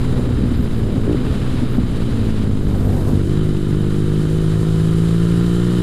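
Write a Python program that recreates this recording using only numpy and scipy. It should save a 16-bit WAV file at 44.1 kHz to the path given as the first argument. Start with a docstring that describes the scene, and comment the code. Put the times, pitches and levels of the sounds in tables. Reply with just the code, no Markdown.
"""A burbling, popping exhaust under buffeting wind: a twin-cylinder motorcycle on a mountain road,
heard close, from a microphone at the rider's helmet. It coasts, brakes in short squeezes and blips the
throttle for a downshift, then pulls away in a steady drone as its firings ring the airbox and pipes.
Valve gear rustles in step with the engine, the slack chain rattles and air hisses round the helmet."""
import sys
import numpy as np
from scipy import signal
from scipy.fft import rfft, irfft
from scipy.io import wavfile
from scipy.ndimage import uniform_filter1d, minimum_filter1d

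SR = 44100
rng = np.random.default_rng(int(sys.argv[2]) if len(sys.argv) > 2 else 0)


def bounce(signal):
    """Save signal as a 16-bit WAV file at the path given by the first command-line argument."""
    frames = np.transpose(np.atleast_2d(signal))
    limited = np.clip(frames, -1, 1)
    pcm = np.round(limited * 32767).astype(np.int16)
    wavfile.write(sys.argv[1], SR, pcm)


N = 256662
TIME = np.arange(N) / SR
FREQS = np.maximum(np.arange(N // 2 + 1) * SR / N, 1)


# the silencer from the saddle, throttle shut: f/Hz, relative level/dB
SILENCER_COLOUR = [(25, -33.5), (55, -8), (100, 2), (130, 0.5), (158, -4.5), (182, -13), (205, 1.5),
                   (250, -4), (290, -9.5), (350, -12), (410, -13.5), (470, -20), (600, -41.5), (1000, -49)]
# airbox and pipe resonances, throttle open: f/Hz, width/Hz, relative level/dB
PIPE_MODES = [(109, 55, -5), (166.2, 29, 1), (203, 4.7, -11.5), (259, 6.4, -17), (301.7, 33, -13),
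              (359.3, 67.5, -10.5), (405, 7.3, -35), (466, 46, -22)]
# thin overtones under load: f/Hz, width/Hz, relative level/dB
OVERTONE_MODES = [(690, 41, 1.5), (1015, 61, 1.5), (1260, 68, -2), (1397, 80, -0.5), (1806, 110, -2)]

def exhaust(phase, throttle, over_hz):
    """Firings ring the pipes: ragged on a shut throttle, firm and with a thin whine under load."""
    coast_db, pull_db = -20.5 - 0.05 * over_hz, -17 + 0.31 * over_hz
    level_db = (1 - throttle) * coast_db + throttle * pull_db
    ragged = firings(phase + .003 * walk(25)) * undb(1.3 * walk(30))
    firm = firings(phase + .0015 * walk(25)) * undb(.4 * walk(30))
    coast = unit(ring_through(ragged, colour(SILENCER_COLOUR)))
    rolloff = colour([(560, 2.5), (800, -5), (1600, -27)])
    drone = unit(ring_through(firm, resonances(PIPE_MODES) * rolloff))
    first_cylinder = firings(phase + .002 * walk(20))
    second_cylinder = undb(-10) * firings(phase - 3 / 8 + .002 * walk(20))  # 3/8 of a cycle later
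    whine = unit(ring_through(first_cylinder + second_cylinder, resonances(OVERTONE_MODES)))
    # harder firings are sharper, so the overtones grow faster than the drone
    whine *= undb(-24 + 3.1 * (level_db + 15)) * throttle
    pull = (drone + whine) * undb(1)
    return (np.sqrt(1 - throttle) * coast + np.sqrt(throttle) * pull) * undb(level_db)


def firings(phase, harmonics=36):
    """One rounded pressure pulse in each engine cycle, made of equal harmonics."""
    from_firing = (phase + .5) % 1 - .5
    return (harmonics + .5) * np.sinc((2 * harmonics + 1) * from_firing) / np.sinc(from_firing) - .5


# pops from the tailpipe, behind the rider: t/s, relative level/dB, ring f/Hz
OVERRUN_POPS = [(0.271, -8, 263), (0.383, 1, 224), (0.433, 5, 219), (0.516, 0, 260), (0.6, -1, 237),
                (0.959, 0.5, 227), (1.536, 0, 248), (1.616, -2, 256), (1.632, -3, 248), (1.781, 8, 228),
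                (1.798, -9, 235), (2.274, -16, 240), (3.124, 1.5, 227)]

def pops():
    """Stray firings bang in the silencer on the overrun."""
    return sum(bang(s, db, hz, t60_s=0.039) for s, db, hz in OVERRUN_POPS)


def blip(phase, start_s=1.078, count=5):
    """A twist of the throttle for the downshift: one hard firing in each of a few engine cycles."""
    start_phase = np.interp(start_s, TIME, phase)
    times = np.interp(start_phase + np.arange(count), phase, TIME)
    levels_db = 8.5 + 0.5 * np.linspace(-1, 1, count) ** 2
    return sum(bang(s, db, hz=310, t60_s=.016) for s, db in zip(times, levels_db))


def bang(s, db, hz, t60_s, rise_s=0.0042):
    """One hard firing rings the silencer for a few cycles."""
    out, start = np.zeros(N), int(s * SR)
    t = TIME[:min(SR // 8, N - start)]
    ring = np.sin(2 * np.pi * hz * t) * np.exp(-np.log(1000) * t / t60_s)
    out[start:start + len(t)] = undb(db) * ring * (1 - np.exp(-t / rise_s))
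    return out


# valve gear, below the rider: f/Hz, relative level/dB
VALVE_COLOUR = [(300, -2), (700, -0.5), (1000, 4), (1350, 4.5), (1800, -0.5), (2450, -4), (3000, -5.5),
                (3400, -6.5), (3850, -3), (4500, -11.5), (5000, -9), (5700, -32), (9000, -23.5),
                (14000, -35)]
# resonances of the engine cases: f/Hz, width/Hz, relative level/dB
CASE_MODES = [(1213, 160, 1.5), (3055, 350, 1), (3830, 580, -3), (7340, 320, -9.5)]

def machinery(phase, throttle, over_hz):
    """Valve gear rustles in step with the crank; under load the cases ring more and the intake rasps."""
    level_db = -43 + 0.26 * over_hz + 0.4 * throttle
    ring_db = 1 + 0.4 * over_hz * throttle - 5.9 * (1 - throttle)
    beat = 1 + 0.13 * np.cos(2 * np.pi * phase) + 0.067 * np.cos(4 * np.pi * phase)
    rustle = noise(colour(VALVE_COLOUR)) * beat * undb(1.5 * walk(36))
    ring = noise(resonances(CASE_MODES)) * beat * undb(ring_db)
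    intake = noise(colour([(500, -50), (950, -8), (1350, 12.5), (1800, 5), (2400, -21)]))
    rasp = intake * (1 + 0.06 * np.cos(8 * np.pi * phase))  # four valve events a cycle chop the air
    return undb(level_db) * (undb(2) * rustle + undb(-2.5) * ring + undb(-4) * throttle * rasp)


# bursts of chatter down by the back wheel: t/s, length/s, level/dB
CHAIN_RATTLES = [(1.125, 0.0056, -33.5), (1.26, .35, -41.5), (1.88, 0.574, -42.5)]
# chain on its guide: f/Hz, relative level/dB
CHAIN_COLOUR = [(300, 0), (1200, 3), (2200, -2), (3000, 1), (3900, -1), (4900, -8), (6000, -13),
                (9500, -12), (11500, -20), (15000, -27)]

def chain(flicker_db=1.6):
    """The slack chain chatters against its guide while the wheel drives the engine."""
    bursts = swells(CHAIN_RATTLES, rise_share=0.047, release_s=0.0073)
    return noise(colour(CHAIN_COLOUR)) * bursts * undb(flicker_db * walk(40))


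# braking before the bend, faint at the helmet: t/s, length/s, level/dB
SQUEEZES = [(.52, .1, -56), (.68, .1, -60), (1.67, .07, -58), (2.2, 0.055, -62), (2.52, .6, -56)]
# resonances of pad on disc: f/Hz, width/Hz, relative level/dB
PAD_MODES = [(11700, 450, -3), (12400, 650, 0), (14700, 900, -15)]

def brakes(flicker_db=1.8):
    """The pads sizzle thinly as they drag on the turning discs."""
    pressure = swells(SQUEEZES, rise_share=0.55, release_s=.07)
    return noise(resonances(PAD_MODES)) * pressure * undb(flicker_db * walk(35))


# buffeting right on the microphone: t/s, relative level/dB
BUFFET_LEVELS = [(0.0, -19.5), (1.02, -20.5), (2.9, -20), (3.05, -21), (5.82, -26)]
# its rumble: f/Hz, relative level/dB
RUMBLE_COLOUR = [(2, -34), (10, 12), (25, -9), (55, -0.5), (90, -4), (150, -7), (250, -10), (360, -19.5),
                 (480, -21.5), (700, -35), (1500, -71)]
# gusts round the helmet: t/s, length/s, level/dB
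HELMET_GUSTS = [(.03, 0.27, -29.5), (.55, 0.55, -32.5), (1.22, 0.1, -29), (2.5, 0.64, -28)]
# their flutter: f/Hz, relative level/dB
GUST_COLOUR = [(2, -22), (100, 17), (250, -6), (400, 12), (550, 4.5), (750, -0.5), (1100, -8), (1800, -14),
               (3000, -37), (6000, -37.5)]
# air at the helmet's edges, close to the microphone: t/s, relative level/dB
HISS_LEVELS = [(0.05, -49.5), (0.37, -51.5), (1.22, -52.5), (1.3, -51), (2.48, -53.5), (3.06, -48),
               (3.51, -51), (4.42, -47), (5.8, -46)]
# its hiss: f/Hz, relative level/dB
HISS_COLOUR = [(1000, -6.5), (4800, 2), (5800, -3), (7300, 1), (8000, -1), (8800, 1), (10400, 0),
               (11100, -6), (12000, -6.5), (13000, -11), (15300, -21)]

def wind(over_hz):
    """Eddies thump the microphone, flutter round the helmet and hiss at its edges."""
    buffet_db, = curves(BUFFET_LEVELS)
    hiss_db, = curves(HISS_LEVELS)
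    between_gusts = undb(-37.5 + 0.14 * over_hz)
    gusts = np.hypot(between_gusts, swells(HELMET_GUSTS, rise_share=0.51, release_s=0.09))
    eddies = walk(28)
    buffet = steady(noise(colour(RUMBLE_COLOUR)), seconds=.05) * undb(buffet_db + 3)
    flutter = unit(noise(colour(GUST_COLOUR)) * undb(1.7 * eddies)) * gusts
    hiss = noise(colour(HISS_COLOUR)) * undb(hiss_db + 2 + eddies)
    return buffet + flutter + hiss


# eddies striking the microphone itself: t/s, relative level/dB
EDDY_SLAPS = [(1.096, -16), (1.597, -14), (1.782, -11), (2.871, -19), (3.083, -26), (3.098, -15.5),
              (4.306, -47)]

def slaps(decay_s=0.0042, gain_db=-4):
    """Single strong eddies break on the microphone with a dull tap."""
    push = np.zeros(N)
    for s, db in EDDY_SLAPS:
        start = int(s * SR)
        push[start:] += undb(db + gain_db) * np.exp(-TIME[:N - start] / decay_s)
    dull = colour([(2, -34), (80, -22), (300, 15), (750, 2.5), (1100, -5), (2500, -62), (6000, -85)])
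    return ring_through(push * rng.standard_normal(N), dull) / np.sqrt(np.mean(dull ** 2))


def undb(db):
    """Decibels to gain."""
    return 10 ** (np.asarray(db) / 20)


def unit(x):
    """Scale to rms 1."""
    return x / np.sqrt(np.mean(x ** 2))


def curves(table):
    """Each column of a time table, sample by sample."""
    s, *columns = np.transpose(table)
    return [np.interp(TIME, s, c) for c in columns]


def swells(table, rise_share, release_s):
    """Gain of swells (t/s, length/s, level/dB): each builds, holds, then lets go."""
    out = np.zeros(N)
    for s, length, db in table:
        rise = np.clip((TIME - s) / (rise_share * length), 0, 1)
        fall = np.clip(1 - (TIME - s - length) / release_s, 0, 1)
        out += undb(db) * rise * fall
    return out


def colour(points):
    """Gain at every frequency from points (f/Hz, level/dB)."""
    hz, db = np.transpose(points)
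    return undb(np.interp(np.log(FREQS), np.log(hz), db))


def resonances(modes):
    """Gain at every frequency from peaks (f/Hz, width/Hz, level/dB)."""
    return sum(undb(db) / (1 + ((FREQS - hz) / (width / 2)) ** 2) for hz, width, db in modes)


def ring_through(x, gain):
    """Pass x through a body that has this gain and rings after each push (minimum phase)."""
    cepstrum = irfft(np.log(gain + 1e-4), N)
    cepstrum[1:N // 2] *= 2
    cepstrum[N // 2 + 1:] = 0
    return irfft(rfft(x) * np.exp(rfft(cepstrum)), N)


def noise(gain):
    """Noise of rms 1 with the given spectrum."""
    return unit(irfft(rfft(rng.standard_normal(N)) * gain, N))


def walk(hz):
    """Smooth random drift of rms 1 that moves up to about hz times a second."""
    return noise(1 / (1 + (FREQS / hz) ** 4))


def steady(x, seconds):
    """Take the slow swells out of a noise, leaving its quick ones."""
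    size = max(int(seconds * SR), 2)
    power = uniform_filter1d(uniform_filter1d(x ** 2, size), size)
    return x / np.sqrt(power + 1e-9)


# engine speed into the bend and out again: t/s, four-stroke cycle f/Hz
ENGINE_SPEED = [(0.1, 62.35), (0.53, 58.95), (0.59, 59.28), (1.04, 53.83), (1.16, 62.62), (1.25, 62.75),
                (1.38, 66.97), (1.47, 64.38), (1.82, 60.49), (2.56, 51.05), (2.92, 49.41), (3.28, 49.27),
                (3.43, 53.25), (3.54, 49.34), (3.58, 50.03), (4.58, 53.4), (4.8, 53.8), (5.76, 59.54)]
CRUISE_HZ = 55
OPEN_AT_S, OPEN_TAKES_S = 3.01, 0.32  # the throttle is rolled open

def scene():
    """Engine, chain, brakes and wind meet at one microphone on the helmet."""
    cycle_hz, = curves(ENGINE_SPEED)
    over_hz = cycle_hz - CRUISE_HZ  # levels follow the speed above cruising
    phase = np.cumsum(cycle_hz) / SR  # in engine cycles
    throttle = np.clip((TIME - OPEN_AT_S) / OPEN_TAKES_S, 0, 1)
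    tailpipe = exhaust(phase, throttle, over_hz) + pops() + blip(phase)
    motorcycle = tailpipe + machinery(phase, throttle, over_hz) + chain() + brakes()
    return (motorcycle + wind(over_hz) + slaps())[None]


def record(dry):
    """A limiter after the microphone holds the peaks down; the highest treble is cut."""
    window, ceiling, top_hz = SR // 100, .58, 15450
    allowed_gain = np.minimum(1, ceiling / (np.abs(dry) + 1e-9))
    gain = uniform_filter1d(minimum_filter1d(allowed_gain, window), window)
    lowpass = signal.ellip(10, .2, 80, top_hz, fs=SR, output="sos")
    return signal.sosfilt(lowpass, dry * gain)


dry = scene()
out = record(dry)
bounce(out)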